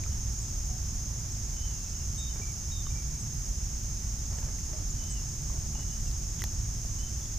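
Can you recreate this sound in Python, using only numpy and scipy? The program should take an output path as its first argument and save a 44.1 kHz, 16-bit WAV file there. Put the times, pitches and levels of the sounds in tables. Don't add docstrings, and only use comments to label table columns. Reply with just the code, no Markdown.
import sys
import numpy as np
from scipy import signal
from scipy.fft import rfft, irfft, next_fast_len
from scipy.io import wavfile

SR = 44100
rng = np.random.default_rng(int(sys.argv[2]) if len(sys.argv) > 2 else 0)


def boost(x):
    u = np.asarray(x, float) / 20
    return 10 ** u


def pcm_store(signal):
    levels = np.round(np.clip(np.atleast_2d(signal), -1, 1) * 32767)
    wavfile.write(sys.argv[1], SR, levels.astype(np.int16).T)


N = 325458

# t/s, level/dB, left-right difference/dB
CHORUS_SWELL = [
    (0.0, -42, -2.5),
    (4.4, -42.5, -3),
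    (5.8, -42, -2),
    (7.38, -42.5, -1.2),
]
# f/Hz, density/(dB per Hz)
TYMBAL_SPECTRUM = [(2470, -25), (4200, -23), (4490, -25), (5270, -2.5), (5820, -6), (6450, 5.5), (6760, 1),
                   (7670, -35), (8790, -27), (9300, -31), (12100, -62), (20500, -120)]
# t/s, duration/s, level/dB
SOLO_BOUTS = [
    (5.2, 1.18, -63),
    (6.47, .95, -64.5),
]
SOLO_EDGE_S = .08
# f/Hz, likeness/(0-1)
LIKENESS = [(30, 0.98), (150, 0.99), (300, 0.83), (600, 0.66), (2500, 0.56), (5000, 0.52), (12000, 0.16)]

# t/s, duration/s, start f/Hz, end f/Hz, level/dB
PHRASE = [(2.175, .13, 3685, 3710, -46.5), (2.29, 0.043, 3120, 2920, -54), (2.3, 0.1, 3660, 3680, -64),
          (2.35, 0.034, 2300, 2340, -60), (2.41, 0.046, 2330, 2315, -49), (2.46, 0.071, 2320, 2276, -57),
          (2.71, .125, 3770, 3600, -48.5), (2.85, .035, 3040, 3060, -57), (2.855, 0.056, 3660, 3730, -52.5),
          (2.9, .03, 2370, 2320, -52), (2.945, 0.067, 2334, 2320, -54), (2.995, 0.08, 2290, 2280, -64),
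          (3.13, 0.066, 2310, 2320, -64)]
# t/s, duration/s, start f/Hz, end f/Hz, level/dB
SLURS = [(.085, .08, 3030, 3020, -65), (.69, .095, 745, 733, -60), (1.525, .05, 3050, 3060, -61),
         (1.56, .165, 3040, 3010, -55), (1.71, .21, 2880, 2560, -66), (1.93, .13, 3010, 2700, -66),
         (4.98, .075, 3020, 2980, -59), (5.04, .12, 3070, 2960, -57), (5.14, .08, 2960, 2720, -59),
         (5.74, .27, 2900, 2980, -61), (6.055, .055, 2830, 2680, -60), (6.98, .06, 2990, 3000, -54),
         (7.025, .08, 3050, 3070, -56), (7.09, .11, 3090, 3110, -67), (7.21, .16, 3430, 3440, -64)]
ATTACK_S, RELEASE_S, SAG_DB = .012, .022, 5
# t/s, level/dB, duration/s
FALLING_CHIPS = [(.405, -50, .036), (1.315, -51, .025), (2.172, -46.5, .034), (3.188, -50, 0.05),
                 (4.36, -52, .022), (5.092, -44, 0.047)]
RISING_CHIPS = [(.382, -38, 0.016), (1.177, -45, 0.029), (4.78, -43, .015), (4.897, -38, 0.021)]
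FALL_MID_HZ, FALL_HZ_PER_S = 7980, -20000
RISE_MID_HZ, RISE_HZ_PER_S = 7010, 30000
CHIP_LEAN_DB = 4
ECHO_T60_S, WHISTLE_ECHO_DB, CHIP_ECHO_DB, HAND_ECHO_DB = .35, -10, -9, -20

# t/s, peak level/dB, ring f/Hz, ring T60/s, crack level/dB
TOUCHES = [(1.366, -48, 641, 0.017, -6), (1.653, -46, 797, 0.018, 8), (2.359, -39.5, 416, 0.018, 0),
           (2.398, -40, 400, 0.061, 1), (2.867, -38, 1160, 0.025, -10), (4.385, -42.5, 495, 0.025, 11),
           (4.427, -39, 930, 0.023, -1), (4.586, -40.5, 2060, 0.011, 0), (4.732, -43, 618, 0.12, 1),
           (5.499, -42, 1090, 0.025, -8), (5.754, -42.5, 855, 0.029, 0), (6.848, -42, 668, 0.034, -13)]
# t/s, peak level/dB, ring f/Hz
TICKS = [(.0372, -34, 2400), (.062, -41, 1300), (5.826, -46, 2000), (6.1135, -39, 4100),
         (6.3928, -38, 3300), (6.4045, -38, 3100), (6.41, -37, 3200), (7.2145, -45, 3430),
         (7.2564, -43, 3420)]
TICK_CYCLES, TICK_CRACK_DB, CRACK_T60_S = 22.0, -3, .005
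# t/s, peak level/dB, ring f/Hz, ring T60/s, crack level/dB
SNAP = [
    (6.4192, -29, 1990, .018, 3),
    (6.4194, -31, 6500, .003, 3),
    (6.4391, -25, 3350, .005, 0),
    (6.4392, -32, 11800, .005, 2),
    (6.4396, -30, 1850, .008, 0),
    (6.4398, -32, 750, .012, -6),
]
# t/s, duration/s, level/dB
RUBS = [(0.023, 0.039, -69), (0.9, 0.38, -58.5), (2.345, .09, -55), (4.288, 0.23, -53), (4.477, 0.11, -59),
        (4.67, 0.18, -55.5), (5.005, 0.053, -50), (5.493, .12, -55.5), (5.75, 0.076, -53)]
# f/Hz, density/(dB per Hz)
RUB_SPECTRUM = [(150, -12), (250, 8), (377, -1), (612, 0), (761, -2), (946, -2), (4500, -23), (5850, -50),
                (9900, -120)]
RUB_EDGE_S = .03

FRAME_HZ, WHINE_HZ = 59.94, 4784
# multiple of frame rate, level/dB rms
HUM = [(4, -62.5), (6, -67), (10, -80), (12, -74.5), (14, -73),
       (163, -85), (171, -84), (179, -88), (180, -84), (195, -87), (228, -80), (244, -83)]
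# multiple of the whine pitch, bandwidth/Hz, level/dB rms
WHINE_BANDS = [(1, 98, -66.5), (2, 76, -70.5), (3, 200, -67.5)]

# t/s, level/dB
RUMBLE_SWELL = [(0.0, -30), (0.35, -32.5), (2.6, -33), (3.3, -32), (4.0, -33), (5.9, -31.5), (7.38, -33)]
# f/Hz, density/(dB per Hz)
RUMBLE_SPECTRUM = [(7.1, -45), (12, -7.5), (43, 2), (65, -1), (117, -7), (151, -12), (173, -16.5),
                   (228, -24), (270, -25.5), (354, -29.5), (498, -36.5), (700, -35), (910, -45.5),
                   (1540, -120)]
# f/Hz, bandwidth/Hz, level/dB rms
ENGINE_HUMPS = [(56.5, 8.6, -42.5), (86.6, 3.4, -53), (108.24, 4.7, -49), (145.96, 3.7, -53),
                (214.1, 8.6, -58)]
# f/Hz, density/(dB per Hz)
AIR_SPECTRUM = [(240, -52), (400, -58), (550, -28), (827, -13), (1240, -13.5), (1470, -14.5), (3820, -18),
                (4510, -16.5), (5240, -7.5), (6480, 3), (8770, -18), (14900, -19.5)]
AIR_DB = -44
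LEAN_DB = -1.6
TOP_HZ = 15170


def cicadas(near_db, count=40):
    crowd = rng.standard_normal((2, N))
    for k, rate in enumerate(rng.uniform(95, 200, count)):
        polarity = (-1) ** (k // 2)
        insect_gain = boost(near_db + rng.normal(0, 4.1))
        crowd[k % 2] += insect_gain * polarity * click_train(rate, jitter=.08)
    level_db, lean_db = in_time(CHORUS_SWELL)
    return colour(crowd, TYMBAL_SPECTRUM) * pan(boost(level_db), lean_db)


def click_train(per_s, jitter):
    intervals = SR / per_s * (1 + jitter * rng.standard_normal(3000))
    at = np.cumsum(intervals)
    clicks = np.full(N, 1e-18)
    clicks[at[(at > 0) & (at < N)].astype(int)] = 1
    return clicks


def soloist():
    phase = np.pi * 81 * np.arange(N) / SR
    strokes = np.sin(phase) ** 4 * (1 + 0.43 * np.sin(phase))
    buzz = strokes * rng.standard_normal(N)
    tone = resonance(buzz, 8000, width_hz=90) + 0.33 * resonance(buzz, 7600, width_hz=160)
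    level = sum(boost(db) * bout(s, length, SOLO_EDGE_S, SOLO_EDGE_S) for s, length, db in SOLO_BOUTS)
    return level * rms_one(tone)


def whistles(notes, waver, flutter_db):
    song = np.zeros(N)
    bend = 1 + waver * flutter(55)
    for s, length, start_hz, end_hz, db in notes:
        at = slice(int(s * SR), int((s + length) * SR))
        way = np.linspace(0, 1, at.stop - at.start)
        hz = (start_hz + (end_hz - start_hz) * way) * bend[at]
        tone = np.sin(2 * np.pi * np.cumsum(hz) / SR)
        envelope = boost(db - SAG_DB * way) * bout(s, length, ATTACK_S, RELEASE_S)[at]
        song[at] += np.sqrt(2) * envelope * tone
    return song * boost(flutter_db * flutter(50))


def chips(rows, mid_hz, hz_per_s):
    out = np.zeros(N)
    for s, db, length in rows:
        way = np.linspace(0, 1, int(length * SR))
        hz = mid_hz + hz_per_s * length * (way - .5)
        tone = np.sin(2 * np.pi * np.cumsum(hz) / SR)
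        out[int(s * SR):][:len(way)] += np.sqrt(2) * boost(db) * np.sin(np.pi * way) * tone
    return pan(out, CHIP_LEAN_DB)


def banks(x, echo_db):
    t = np.arange(int(.3 * SR)) / SR
    cloud = rng.standard_normal((2, len(t))) * boost(-60 * t / ECHO_T60_S) * (t > .008)
    cloud *= boost(echo_db) / np.sqrt(np.sum(cloud ** 2, axis=1, keepdims=True))
    return x + signal.fftconvolve(x * np.ones((2, 1)), cloud, axes=1)[:, :N]


def handling():
    out = np.zeros(N)
    t = np.arange(int(.06 * SR)) / SR
    ticks = [(s, db, hz, TICK_CYCLES / hz, TICK_CRACK_DB) for s, db, hz in TICKS]
    for s, db, hz, t60, crack_db in TOUCHES + ticks + SNAP:
        ring = np.sin(2 * np.pi * hz * t) * boost(-60 * t / max(t60, .002))
        crack = rng.standard_normal(len(t)) * boost(crack_db - 60 * t / CRACK_T60_S)
        band = signal.butter(2, [300, min(3.8 * hz, 15500)], "band", fs=SR, output="sos")
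        crack = signal.sosfilt(band, crack)
        out[int((s + .0005) * SR):][:len(t)] += boost(db) * (ring + crack * np.sqrt(4000 / hz))
    return out


def rubbing():
    grains = rng.standard_normal((2, N)) * boost(2.3 * flutter(55))
    level = sum(boost(db) * bout(s, length, RUB_EDGE_S, RUB_EDGE_S) for s, length, db in RUBS)
    return level * colour(grains, RUB_SPECTRUM)


def camera():
    turn = 2 * np.pi * FRAME_HZ * np.arange(N) / SR
    out = sum(np.sqrt(2) * boost(db) * np.sin(k * turn + rng.uniform(0, 7.37)) for k, db in HUM)
    gate = 1 + 0.1 * np.cos(turn) + 0.43 * np.cos(3 * turn)
    for k, width_hz, db in WHINE_BANDS:
        out = out + boost(db) * gate * narrow_noise(k * WHINE_HZ, width_hz)
    return out


def rumble():
    swell = boost(in_time(RUMBLE_SWELL)[0] - 2.0)
    return swell * colour(rng.standard_normal((2, N)), RUMBLE_SPECTRUM) + engines()


def engines():
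    return sum(boost(db) * narrow_noise(hz, width_hz) for hz, width_hz, db in ENGINE_HUMPS)


def air():
    return boost(AIR_DB) * colour(rng.standard_normal((2, N)), AIR_SPECTRUM)


def narrow_noise(hz, width_hz):
    once = resonance(rng.standard_normal(N), hz, width_hz)
    return rms_one(resonance(once, hz, width_hz))


def resonance(x, hz, width_hz):
    r = np.exp(-np.pi * width_hz / SR)
    zeros = np.array([1, 0, -1]) * (1 - r * r) / 2
    poles = [1, -2 * r * np.cos(2 * np.pi * hz / SR), r * r]
    return signal.lfilter(zeros, poles, x)


def colour(pair, spectrum):
    size = next_fast_len(N)
    hz = np.arange(1, size // 2 + 2) * SR / size
    mid, side = rfft(pair, size)
    alike = np.clip(at_hz(LIKENESS, hz), 0, 1)
    both = np.sqrt(1 + alike) * mid + np.sqrt(1 - alike) * side * [[1], [-1]]
    return rms_one(irfft(both * boost(at_hz(spectrum, hz)), size)[:, :N])


def at_hz(points, hz):
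    table_hz, values = np.array(points).T
    return np.interp(np.log(hz), np.log(table_hz), values)


def in_time(rows):
    s, *columns = np.transpose(rows)
    return [np.interp(np.arange(N) / SR, s, c) for c in columns]


def flutter(per_s):
    steps = rng.standard_normal(int(N / SR * 60) + 2)
    return np.interp(np.arange(N) / SR * min(per_s, 59), np.arange(len(steps)), steps)


def bout(s, length, rise_s, fall_s):
    t = np.arange(N) / SR - s
    return np.clip(np.minimum(t / rise_s, (length - t) / fall_s), 0, 1)


def pan(x, lean_db):
    return np.array([x * boost(lean_db / 2), x * boost(-lean_db / 2)])


def rms_one(x):
    return x / np.sqrt(np.mean(x ** 2) + 1e-20)


def scene():
    song = whistles(PHRASE, waver=.004, flutter_db=1.5) + whistles(SLURS, waver=.009, flutter_db=3.0)
    thin = chips(FALLING_CHIPS, FALL_MID_HZ, FALL_HZ_PER_S) + chips(RISING_CHIPS, RISE_MID_HZ, RISE_HZ_PER_S)
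    birds = banks(pan(song, 0.54), WHISTLE_ECHO_DB) + banks(thin, CHIP_ECHO_DB)
    hands = banks(handling(), HAND_ECHO_DB) + rubbing()
    rest = soloist() + birds + hands + camera() + rumble() + air()
    return cicadas(near_db=5.5) + rest * pan(np.ones(1), LEAN_DB)


def band_limit(x):
    return signal.sosfilt(signal.butter(12, 15730, fs=SR, output="sos"), x)


def record(dry):
    low_pass = signal.ellip(12, .3, 40, TOP_HZ, fs=SR, output="sos")
    mix = signal.sosfilt(low_pass, dry)
    return band_limit(mix)


dry = scene()
out = record(dry)
pcm_store(out)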